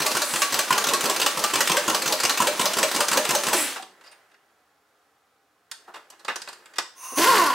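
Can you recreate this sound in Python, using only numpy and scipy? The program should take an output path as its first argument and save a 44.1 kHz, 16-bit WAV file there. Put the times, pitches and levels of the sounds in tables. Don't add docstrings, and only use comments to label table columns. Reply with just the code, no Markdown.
import sys
import numpy as np
from scipy import signal
from scipy.fft import rfft, irfft, next_fast_len
from scipy.io import wavfile
from scipy.ndimage import uniform_filter1d, map_coordinates

SR = 44100
rng = np.random.default_rng(int(sys.argv[2]) if len(sys.argv) > 2 else 0)


def inscribe(sig):
    pcm = np.round(np.clip(np.atleast_2d(sig).T, -1, 1) * 32767)
    wavfile.write(sys.argv[1], SR, pcm.astype(np.int16))


N = 332514


# first blow in seconds, slam in seconds,
# light blows in dB, slam in dB, muffler bark in dB, rotor howl in dB, lean from cover ring to housing boom in dB.
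STROKES = [(.001, 0.063, -13, -12.5, -37, -31, -0.5), (.149, 0.2184, -12.5, -14, -30.5, -35, 1.5),
           (0.336, 0.4185, -14, -11, -35.5, -38.5, -4), (0.523, 0.5895, -11.5, -12, -32.5, -34, 0),
           (.705, .7781, -11, -13.5, -17.5, -28.5, -5), (.868, .9348, -11, -13, -35, -28.5, -2),
           (1.039, 1.0974, -12, -14, -40, -27, 0), (1.197, 1.262, -11, -11, -35.5, -32, -1),
           (1.372, 1.4388, -15, -13.5, -29, -31.5, -6.5), (1.535, 1.6054, -10, -11, -26.5, -29.5, 1),
           (1.696, 1.7683, -11, -13, -22.5, -27, 5.5), (1.8785, 1.946, -12, -13.5, -22.5, -29, -4),
           (2.0575, 2.1233, -11.5, -12.5, -33.5, -31, 5.5), (2.2334, 2.2947, -9.5, -13, -28, -31, 0),
           (2.401, 2.4702, -11.5, -12.5, -17, -29.5, 9), (2.594, 2.6553, -10.5, -13, -23.5, -29, 4),
           (2.768, 2.829, -11.5, -12, -28.5, -29, 5.5), (2.945, 3.0046, -12, -13, -29.5, -29.5, 1),
           (3.114, 3.1719, -10.5, -11, -27.5, -27, 10), (3.290, 3.3494, -10, -13, -40.5, -28, 6),
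           (3.466, 3.5302, -12.5, -11, -30, -28.5, 4)]
# time in seconds, level in dB.
REBOUNDS = [(0.1144, -13), (0.8395, -7.5), (1.0066, -12.5), (1.1608, -11.5), (1.6721, -9.5), (2.0193, -13),
            (2.2004, -12.5), (2.3725, -11.5), (2.7327, -11), (2.9128, -12), (3.0824, -10), (3.25, -13),
            (3.4336, -12.5)]
# frequency in Hz, relative level in dB per Hz.
CLACK = [(760, -30), (1300, -1), (1370, 0.5), (1470, -1.5), (1600, 0), (2340, -8), (2740, -4), (3600, -7),
         (4830, -7.5), (7920, -7), (9970, -13.5), (14300, -16.5), (16000, -21)]
# frequency in Hz, width in Hz, relative level in dB.
STEEL = [(1970, 25, -21), (2320, 30, 6), (2636, 26, -4.5), (2850, 48, 6.5), (3546, 20, -17), (4213, 48, 6),
         (4838, 83, -3.5), (6226, 55, 4), (8133, 90, -10.5), (8800, 14, -6.5)]
# frequency in Hz, width in Hz, relative level in dB.
IRON = [(342, 20, -4.5), (483, 120, -13.5), (570, 28, -7), (1030, 19, -6.5), (1126, 27, 1), (1388, 47, 4),
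        (1574, 43, -4.5), (1840, 46, -7)]
# frequency in Hz, relative level in dB, time to fall 60 dB in seconds.
BOOM = [(586, -3.5, 0.089), (609.2, -8, 0.15), (535, -4, 0.058)]
# frequency in Hz, relative level in dB, time to fall 60 dB in seconds.
RING = [(1151, 4, 0.18), (850, -16, 0.32), (1343, -11, 0.34), (1586, -8.5, 0.19)]

# seconds after the kick, vanes passing in Hz, swell in dB.
STROKE = [(0, 328, -13.5), (.02, 540, -3), (0.039, 562.6, -1.5), (.06, 479.5, 1.5), (.075, 417.7, 0),
          (0.091, 338.4, -11.5), (.13, 288.7, -17.5), (.2, 249, -17.5)]
# frequency in Hz, relative level in dB per Hz.
THUMP = [(30, -38.5), (60, -23), (100, -10.5), (150, 0.5), (320, 1), (500, -5.5), (1000, -31.5),
         (3000, -72)]
# frequency in Hz, relative level in dB, time to fall 60 dB in seconds.
BARK = [(1042, 6, 0.029), (940, -6, 0.063), (1346, -16, 0.23)]
# frequency in Hz, relative level in dB per Hz.
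HOWL = [(200, -32.5), (480, -8.5), (720, -6), (900, 4.5), (1050, 3), (1250, -5), (2000, -17), (4000, -36),
        (12000, -40.5)]
# frequency in Hz, relative level in dB per Hz.
CHURN = [(40, -47), (100, -23.5), (220, -3), (350, -0.5), (560, 1), (760, -6), (1100, -2), (2000, -16),
         (5000, -38.5)]
# frequency in Hz, relative level in dB per Hz.
EXHAUST = [(71, -59.5), (120, -29), (295, -2.5), (385, -8.5), (524, -1.5), (670, -3.5), (1370, -1),
           (1550, 0), (2750, -3), (3820, -4.5), (10200, -10.5), (13600, -17), (16000, -18)]

# frequency in Hz, relative level in dB, time to fall 60 dB in seconds.
SQUEAK = [(760, 1.5, .08), (930, -9, .07)]
# time in seconds, vanes passing in Hz.
SPIN = [(7.11, 264.2), (7.159, 245.1), (7.235, 353.9), (7.265, 478.3), (7.293, 541.9), (7.35, 439),
        (7.41, 350.3), (7.465, 289), (7.54, 236.6)]
# frequency in Hz, relative level in dB per Hz.
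HUM = [(50, -36), (150, -12.5), (260, -1.5), (350, 2), (500, -2), (750, -5.5), (1200, -15), (3000, -44.5)]
# frequency in Hz, width in Hz, relative level in dB.
MUFFLER = [(900, 77, -4), (1054, 130, 5.5), (1166, 64, 2.5), (1390, 33, -3), (1580, 100, -19)]
# frequency in Hz, relative level in dB per Hz.
BLAST = [(100, -50.5), (760, -33.5), (1300, -10.5), (1380, -5.5), (2110, -5), (2290, -9.5), (2830, -4.5),
         (3720, -10.5), (4540, -6.5), (5480, -9.5), (12700, -15.5), (16000, -21)]

# start in seconds, end in seconds, rise in seconds, level in dB.
LEAKS = [(6.948, 7.16, 0.11, -38), (7.155, 7.2, .02, -26)]
# frequency in Hz, width in Hz, relative level in dB.
VALVE = [(1056, 110, 5), (2766, 180, -4), (3550, 300, -14), (6100, 330, 3.5), (6800, 200, -9),
         (8600, 300, -9.5), (9300, 250, 2.5), (9800, 300, -5.5), (11290, 150, 0.5), (15600, 500, -7.5)]
# start in seconds, end in seconds, level in dB.
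RACES = [(.215, .43, -32.5), (3.535, 3.62, -25)]
# frequency in Hz, width in Hz, relative level in dB.
PORTS = [(7700, 300, 1), (8850, 450, -3), (9700, 400, -1), (10760, 250, -3.5), (13000, 340, -6)]

# time in seconds, click in dB,
# clank in dB against the click, thud in dB against the click, rise in seconds.
CONTACTS = [(3.758, -28, 1.5, 3.5, .01), (3.824, -37, -4.5, 0, .0008), (4.0098, -52.5, 2.5, -3, .0008),
            (4.036, -45.5, 1.5, -3, .01), (4.06, -43.5, 1, -4.5, .01), (4.114, -45, 2, -3, .01),
            (4.3142, -61.5, 6, -10, .0008), (4.3423, -64.5, 10.5, 1, 0.00077),
            (5.7131, -27, -7, -19, .0008), (5.876, -52.5, 6, 21, .01), (5.938, -36.5, 3, 3, .01),
            (5.956, -37, -2, 7, .01), (6.1015, -38.5, -18, -11.5, .0008), (6.12, -49.5, 4.5, 7.5, .01),
            (6.192, -43.5, -4.5, 0.5, .01), (6.2477, -35.5, -4.5, -2.5, .0008),
            (6.2806, -30.5, 11.5, 7, .002), (6.29, -34, 11, 12.5, .01), (6.3577, -24.5, -7.5, -4.5, .0008),
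            (6.418, -31, -7.5, -19, .0008), (6.4742, -41, 6, 5.5, .0008), (6.4865, -33, -5, -6.5, .0008),
            (6.5285, -37, -5, -15, .0008), (6.6573, -47, 2, -11, .0008), (6.736, -49, 5.5, -7, .0008),
            (6.756, -32.5, -1.5, -9.5, .01), (6.7832, -17.5, -4.5, -6, .0015)]
# frequency in Hz, relative level in dB per Hz.
CLICK = [(1500, -21), (3000, -1), (4800, 2.5), (6300, -1.5), (8200, -2), (9500, -7), (12000, -12.5),
         (16000, -23)]
# frequency in Hz, relative level in dB per Hz.
CLANK = [(100, -47), (700, -23.5), (1300, -3.5), (1750, 4.5), (2300, -8), (2850, -3), (3600, -6),
         (5500, -18.5), (12000, -42)]
# frequency in Hz, relative level in dB per Hz.
KNOCK = [(30, -67), (70, -46.5), (130, -27.5), (350, -6), (600, -3), (900, 1), (1250, -0.5), (1700, -10),
         (3000, -36.5)]
# frequency in Hz, width in Hz, relative level in dB.
CASE = [(920, 45, 4), (1125, 50, -3.5), (1530, 78, -4), (1780, 44, 4.5), (2450, 62, -13), (2900, 140, 0.5),
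        (3530, 82, -8.5)]
# time in seconds, level in dB, frequency in Hz.
SINGS = [(4.04, -53, 4750), (4.066, -45.5, 4838), (4.112, -50, 8850), (6.488, -46, 8133),
         (6.529, -53, 8900)]
# start in seconds, end in seconds, level in dB.
RUSTLES = [(3.75, 4.1, -57.5), (5.677, 7.0, -58.5), (6.199, 6.42, -51)]
# frequency in Hz, relative level in dB per Hz.
CLOTH = [(30, -48), (100, -30), (160, -14), (400, 4.5), (1000, 1), (1700, 3.5), (2500, -6), (4500, -13),
         (9000, -16.5), (16000, -22)]

# frequency in Hz, relative level in dB per Hz.
AMBIENCE = [(18, -68.5), (30, -38.5), (75, -16), (215, -17.5), (303, -7), (374, -19), (404, -7), (632, -11),
            (780, -3.5), (889, -12), (1250, -6.5), (2290, -18), (16000, -30.5)]
# frequency in Hz, time to fall 60 dB in seconds.
WALLS = [(150, 0.22), (1000, 0.3), (5000, 0.38), (15000, 0.26)]
# frequency in Hz, gain of the side signal in dB.
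WIDTH = [(40, -15.5), (130, -26.5), (400, -20.5), (1000, -9.5), (2500, -5), (12000, -4)]

SECOND_BLOW_SHARE, SECOND_BLOW_DB = .275, 0.06
FIRST_RISE_S, SECOND_RISE_S = .002, .001
REBOUND_RISE_S = .002
BODY_DB = -15.5
SNAP_DB = -3
BOOM_DB, RING_DB = -16, -27.5
RING_SPREAD = .022
KICK_LEAD_S = .004
THUMP_DB, THUMP_PER_BARK = -29, .4
HISS_DB, LOAD_WHISTLE_DB = -32.5, -39
CHURN_DB = -3.5
FREE_S, RELEASE_S = 3.54, 3.71
COAST_HZ, COAST_SLOWING_S = 342.7, .6
SURGE_DB, COAST_DB, COAST_AIR_DB = -23.5, -32.5, -24
STOP_S, STOP_DB = 3.795, -29
CREEP_S, PULL_S, EASE_S = 7.112, 7.168, 7.43
CREEP_DB, GULP_DB, RUN_DB = -42, -29, -28
MUFFLER_DB, HOWL_DB_PER_OCTAVE = -17.5, 2.5
BLAST_DB = -24.5
WHISTLE_DB = -7.5
CONTACT_T60_S, T60_PER_RISE = .04, 1.9
SING_WIDTH_HZ = 200
TOP_HZ = 15800


def hammer():
    first, slam, light_db, slam_db, _, _, lean_db = np.transpose(STROKES)
    rebound, rebound_db = np.transpose(REBOUNDS)
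    second = first + SECOND_BLOW_SHARE * (slam - first)
    light = np.r_[first, second]
    db = np.r_[light_db, light_db + SECOND_BLOW_DB]
    rise = np.repeat([FIRST_RISE_S, SECOND_RISE_S], len(first))

    rattle = bursts(light, db - 2, t60=0.057, attack=rise, grain_db=1.5)
    bounce = bursts(rebound, rebound_db - 1.5, t60=0.05, attack=REBOUND_RISE_S, grain_db=0.5)
    snap = bursts(slam, slam_db + SNAP_DB, t60=.025, attack=0.00028, grain_db=1)
    smash = bursts(slam, slam_db - 1.1, t60=0.09, attack=0.0006, grain_db=1.2)
    crack = rattle + bounce + snap + smash
    push_db = np.r_[db, rebound_db] + BODY_DB
    push = bursts(np.r_[light, rebound], push_db, t60=0.046, attack=.001, grain_db=1)

    clack = amp(-2.5) * coloured(crack, CLACK)
    steel = patchy(clack + amp(-9.5) * ringing(crack, STEEL), depth_db=2.5)
    body = amp(-1) * ringing(push, IRON) + amp(-11) * coloured(crack, KNOCK)
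    boom = pings(slam, BOOM_DB + lean_db, BOOM, attack=0.0095)
    ring = pings(slam, RING_DB - lean_db, RING, attack=0.0022)
    return steel + body + boom + ring


def stroking_motor():
    first, _, _, _, bark_db, howl_db, _ = np.transpose(STROKES)
    kick_s = np.maximum(first - KICK_LEAD_S, 0)
    thump_db = THUMP_DB + THUMP_PER_BARK * (bark_db - bark_db.mean())
    thump = coloured(bursts(kick_s, thump_db, t60=.11, attack=0.003, grain_db=3.5), THUMP)
    bark = pings(first, bark_db + 9, BARK, attack=0.0026)

    t = np.arange(N) / SR
    stroke = np.maximum(np.searchsorted(kick_s, t, side="right") - 1, 0)
    age = t - kick_s[stroke]
    after, vane_hz, swell_db = np.transpose(STROKE)
    swell = np.interp(age, after, swell_db)
    pitch_hz = np.interp(age, after, vane_hz) * (1 + .035 * wobble(10))
    buzz, puffs = vanes(pitch_hz, jitter=0.02, rough=0.97, slope=0.36)
    howl = amp(howl_db[stroke] + swell - 2.5) * unit(coloured(buzz, HOWL))

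    churn_db = howl_db[stroke] + CHURN_DB + .45 * swell + 1.6 * wobble(50)
    churn = amp(churn_db) * coloured(noise(), CHURN)
    hiss = amp(HISS_DB + 0.04 * swell + 2.1 * wobble(90)) * coloured(puffs, EXHAUST)
    whistle = amp(LOAD_WHISTLE_DB + 0.34 * swell) * ringing(noise(), VALVE)
    running = envelope(0, FREE_S, rise_s=.001, fall_db_per_s=600)
    return thump + bark + (howl + churn + hiss + whistle) * running


def coasting_motor():
    age = np.maximum(np.arange(N) / SR - FREE_S, 0)
    hum, howl, _, puffs = free_rotor(COAST_HZ * np.exp(-age / COAST_SLOWING_S))
    surge = amp(SURGE_DB) * envelope(FREE_S, FREE_S + .012, rise_s=.004, fall_db_per_s=351.5)
    spin = amp(COAST_DB) * envelope(FREE_S, FREE_S, rise_s=.004, fall_db_per_s=70.5)
    rotor = (surge + spin) * (amp(-5.5) * hum + amp(-11) * howl)
    flow = envelope(FREE_S, RELEASE_S, rise_s=.003, fall_db_per_s=176, sag_db_per_s=54.5)
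    air = amp(COAST_AIR_DB) * flow * coloured(puffs, EXHAUST)
    return rotor + air + pings([STOP_S], [STOP_DB], SQUEAK, attack=0.0028)


def whirling_motor():
    pitch_hz = np.interp(np.arange(N) / SR, *np.transpose(SPIN))
    hum, howl, buzz, puffs = free_rotor(pitch_hz)
    octaves = np.log2(pitch_hz / pitch_hz.max())
    creep = amp(CREEP_DB) * envelope(CREEP_S, CREEP_S + .025, rise_s=0.01803, fall_db_per_s=600)
    gulp = amp(GULP_DB) * envelope(PULL_S, PULL_S + .025, rise_s=.018, fall_db_per_s=300)
    run = amp(RUN_DB) * envelope(PULL_S, EASE_S, rise_s=.02, fall_db_per_s=106.5)
    muffler_db = MUFFLER_DB + HOWL_DB_PER_OCTAVE * octaves
    muffler = amp(muffler_db) * envelope(PULL_S, EASE_S, rise_s=0.12, fall_db_per_s=54.5)
    flow = envelope(PULL_S, EASE_S, rise_s=.018, fall_db_per_s=77, sag_db_per_s=11)
    air = amp(BLAST_DB) * flow * amp(2 * wobble(90)) * coloured(puffs + 0.2 * buzz, BLAST)
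    return (creep + gulp + run) * hum + muffler * howl + air


def free_rotor(pitch_hz):
    buzz, puffs = vanes(pitch_hz, jitter=.015, rough=1.5, slope=.4)
    hum = steadied(coloured(buzz + 3 * noise(), HUM))
    howl = steadied(ringing(buzz, MUFFLER))
    return hum, howl, buzz, puffs


def vanes(pitch_hz, jitter, rough, slope, count=12):
    phase = 2 * np.pi * np.cumsum(pitch_hz * (1 + jitter * wobble(120))) / SR
    buzz = sum(np.cos(k * phase) / k ** slope for k in range(1, count + 1))
    puffs = unit(noise() * (1 + 1.4 * np.cos(phase)))
    return unit(buzz) + rough * puffs, puffs


def valve():
    leak = sum(amp(db) * envelope(start, end, rise, fall_db_per_s=900.5) for start, end, rise, db in LEAKS)
    race = sum(amp(db) * envelope(start, end, rise_s=.025, fall_db_per_s=209.5) for start, end, db in RACES)
    clear_tone = ringing(noise(), [(1070, 40, 0)])
    whistle = ringing(noise(), VALVE) + amp(WHISTLE_DB) * clear_tone
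    slots = amp(-2 + wobble(60)) * ringing(noise(), PORTS)
    return leak * amp(wobble(40)) * whistle + race * slots


def handling():
    moves = [amp(db) * envelope(start, end, rise_s=.16, fall_db_per_s=28.5) for start, end, db in RUSTLES]
    moving = np.sqrt(sum(move ** 2 for move in moves))
    rustle = moving * amp(-2.5 + 1.1 * wobble(6)) * coloured(noise(), CLOTH)
    sing = np.zeros(N)
    for s, db, hz in SINGS:
        brush = bursts([s], [db], t60=.11, attack=.005, grain_db=1.5)
        sing += ringing(brush, [(hz, SING_WIDTH_HZ, 0)])
    return contacts() + sing + rustle


def contacts():
    s, db, clank_db, thud_db, rise = np.transpose(CONTACTS)
    t60 = CONTACT_T60_S + T60_PER_RISE * rise
    click = patchy(bursts(s, db, t60, rise, grain_db=2), depth_db=2.5)
    clank = bursts(s, db + clank_db, 1.77 * t60, rise, grain_db=1.5)
    thud = bursts(s, db + thud_db, 1.8 * t60, 1.4 * rise, grain_db=1.5)
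    case = amp(-5) * ringing(clank, CASE)
    return coloured(click, CLICK) + coloured(clank, CLANK) + coloured(thud, KNOCK) + case


def background():
    return amp(-67 + .6 * wobble(5)) * coloured(noise(), AMBIENCE)


def workshop(x, wet_db, side_db):
    mid, side = amp(wet_db) * reflections(x)
    near = rng.standard_normal(SR // 100) * np.linspace(1, 0, SR // 100)
    close = signal.oaconvolve(x, near / np.linalg.norm(near))[:N]
    side = filtered(side + amp(side_db) * close, lambda hz: amp(along(WIDTH, hz)))
    return np.array([x + mid + side, x + mid - side])


def reflections(x, count=4):
    hz, t, z = signal.stft(rng.standard_normal((count, 2, SR // 2)), SR, nperseg=256)
    fade = amp(-60 * t / along(WALLS, hz)[:, None]) * (1 - np.exp(-t / 0.0036))
    tails = signal.istft(z * fade, SR, nperseg=256)[1]
    turn = np.arange(N) // (SR // 6) % count
    echoes = np.zeros((2, N))
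    for k, tail in enumerate(tails):
        part = (x * (turn == k))[None]
        echoes += signal.oaconvolve(part, tail / np.linalg.norm(tail[0]), axes=1)[:, :N]
    return echoes


def bursts(times, levels_db, t60, attack, grain_db):
    power, t = np.zeros(N + SR), np.arange(SR // 4) / SR
    for s, db, life, rise in np.broadcast(times, levels_db, t60, attack):
        shape = amp(db - 60 * t / life) * (1 - np.exp(-t / rise))
        power[max(round(s * SR), 0):][:len(t)] += shape ** 2
    return np.sqrt(power[:N]) * unit(noise() * amp(grain_db * wobble(1500)))


def pings(times, levels_db, modes, attack):
    out, t = np.zeros(N + SR), np.arange(SR // 3) / SR
    hz, mode_db, t60 = np.transpose(modes)[:, :, None]
    for s, db in zip(times, levels_db):
        size, detune, phase = rng.standard_normal((3, len(modes), 1))
        tone = np.sin(2 * np.pi * (hz * (1 + RING_SPREAD * detune) * t + phase))
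        ring = amp(db + mode_db + size - 60 * t / t60) * tone
        out[round(s * SR):][:len(t)] += ring.sum(0) * (1 - np.exp(-(t / attack) ** 2))
    return out[:N]


def ringing(x, modes):
    t = np.arange(SR // 4) / SR
    ir = np.zeros(len(t))
    for k, (hz, width, db) in enumerate(modes):
        decay = width * np.exp(-np.pi * width * t)
        ir += (-1) ** k * amp(db) * decay * np.cos(2 * np.pi * hz * t)
    return signal.oaconvolve(x, ir / np.linalg.norm(ir))[:N]


def coloured(x, spectrum, size=4096):
    cep = irfft(np.log(amp(along(spectrum, np.fft.rfftfreq(size, 1 / SR))) + 1e-6))
    cep[1:size // 2] *= 2
    cep[size // 2 + 1:] = 0
    ir = irfft(np.exp(rfft(cep)))
    return signal.oaconvolve(x, ir / np.linalg.norm(ir))[:N]


def patchy(x, depth_db):
    z = signal.stft(x, nperseg=256)[2]
    across_pitch = uniform_filter1d(rng.standard_normal(z.shape), size=5, axis=0)
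    field = uniform_filter1d(across_pitch, size=14, axis=1)
    return signal.istft(z * amp(depth_db * unit(field)), nperseg=256)[1][:N]


def envelope(start, end, rise_s, fall_db_per_s, sag_db_per_s=0):
    t = np.arange(N) / SR
    sag_db = sag_db_per_s * np.clip(t - start, 0, end - start)
    fall_db = fall_db_per_s * np.maximum(t - end, 0)
    return np.clip((t - start) / rise_s, 0, 1) * amp(-sag_db - fall_db)


def steadied(x):
    return x / np.sqrt(np.abs(uniform_filter1d(x ** 2, size=3000)) + 1e-9)


def filtered(x, response):
    m = next_fast_len(N + SR // 2)
    return irfft(rfft(x, m) * response(np.fft.rfftfreq(m, 1 / SR)), m)[..., :N]


def along(points, hz):
    f, v = np.transpose(points)
    return np.interp(np.log(hz + 1), np.log(f + 1), v)


def wobble(rate):
    knots = rng.standard_normal(int(N * rate / SR) + 4)
    return map_coordinates(knots, [np.arange(N) * rate / SR])


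def noise():
    return rng.standard_normal(N)


def unit(x):
    return x / np.sqrt(np.mean(x ** 2) + 1e-20)


def amp(db):
    return 10 ** (np.asarray(db) / 20)


def scene():
    wrench = hammer() + stroking_motor() + coasting_motor() + whirling_motor() + valve()
    tool = workshop(wrench, wet_db=-7.0, side_db=-16.0)
    rest = workshop(handling() + background(), wet_db=-8.0, side_db=-2.0)
    return (tool + rest) * amp([[-.15], [.15]])


def record(dry):
    return filtered(dry, lambda hz: hz < TOP_HZ)


dry = scene()
out = record(dry)
inscribe(out)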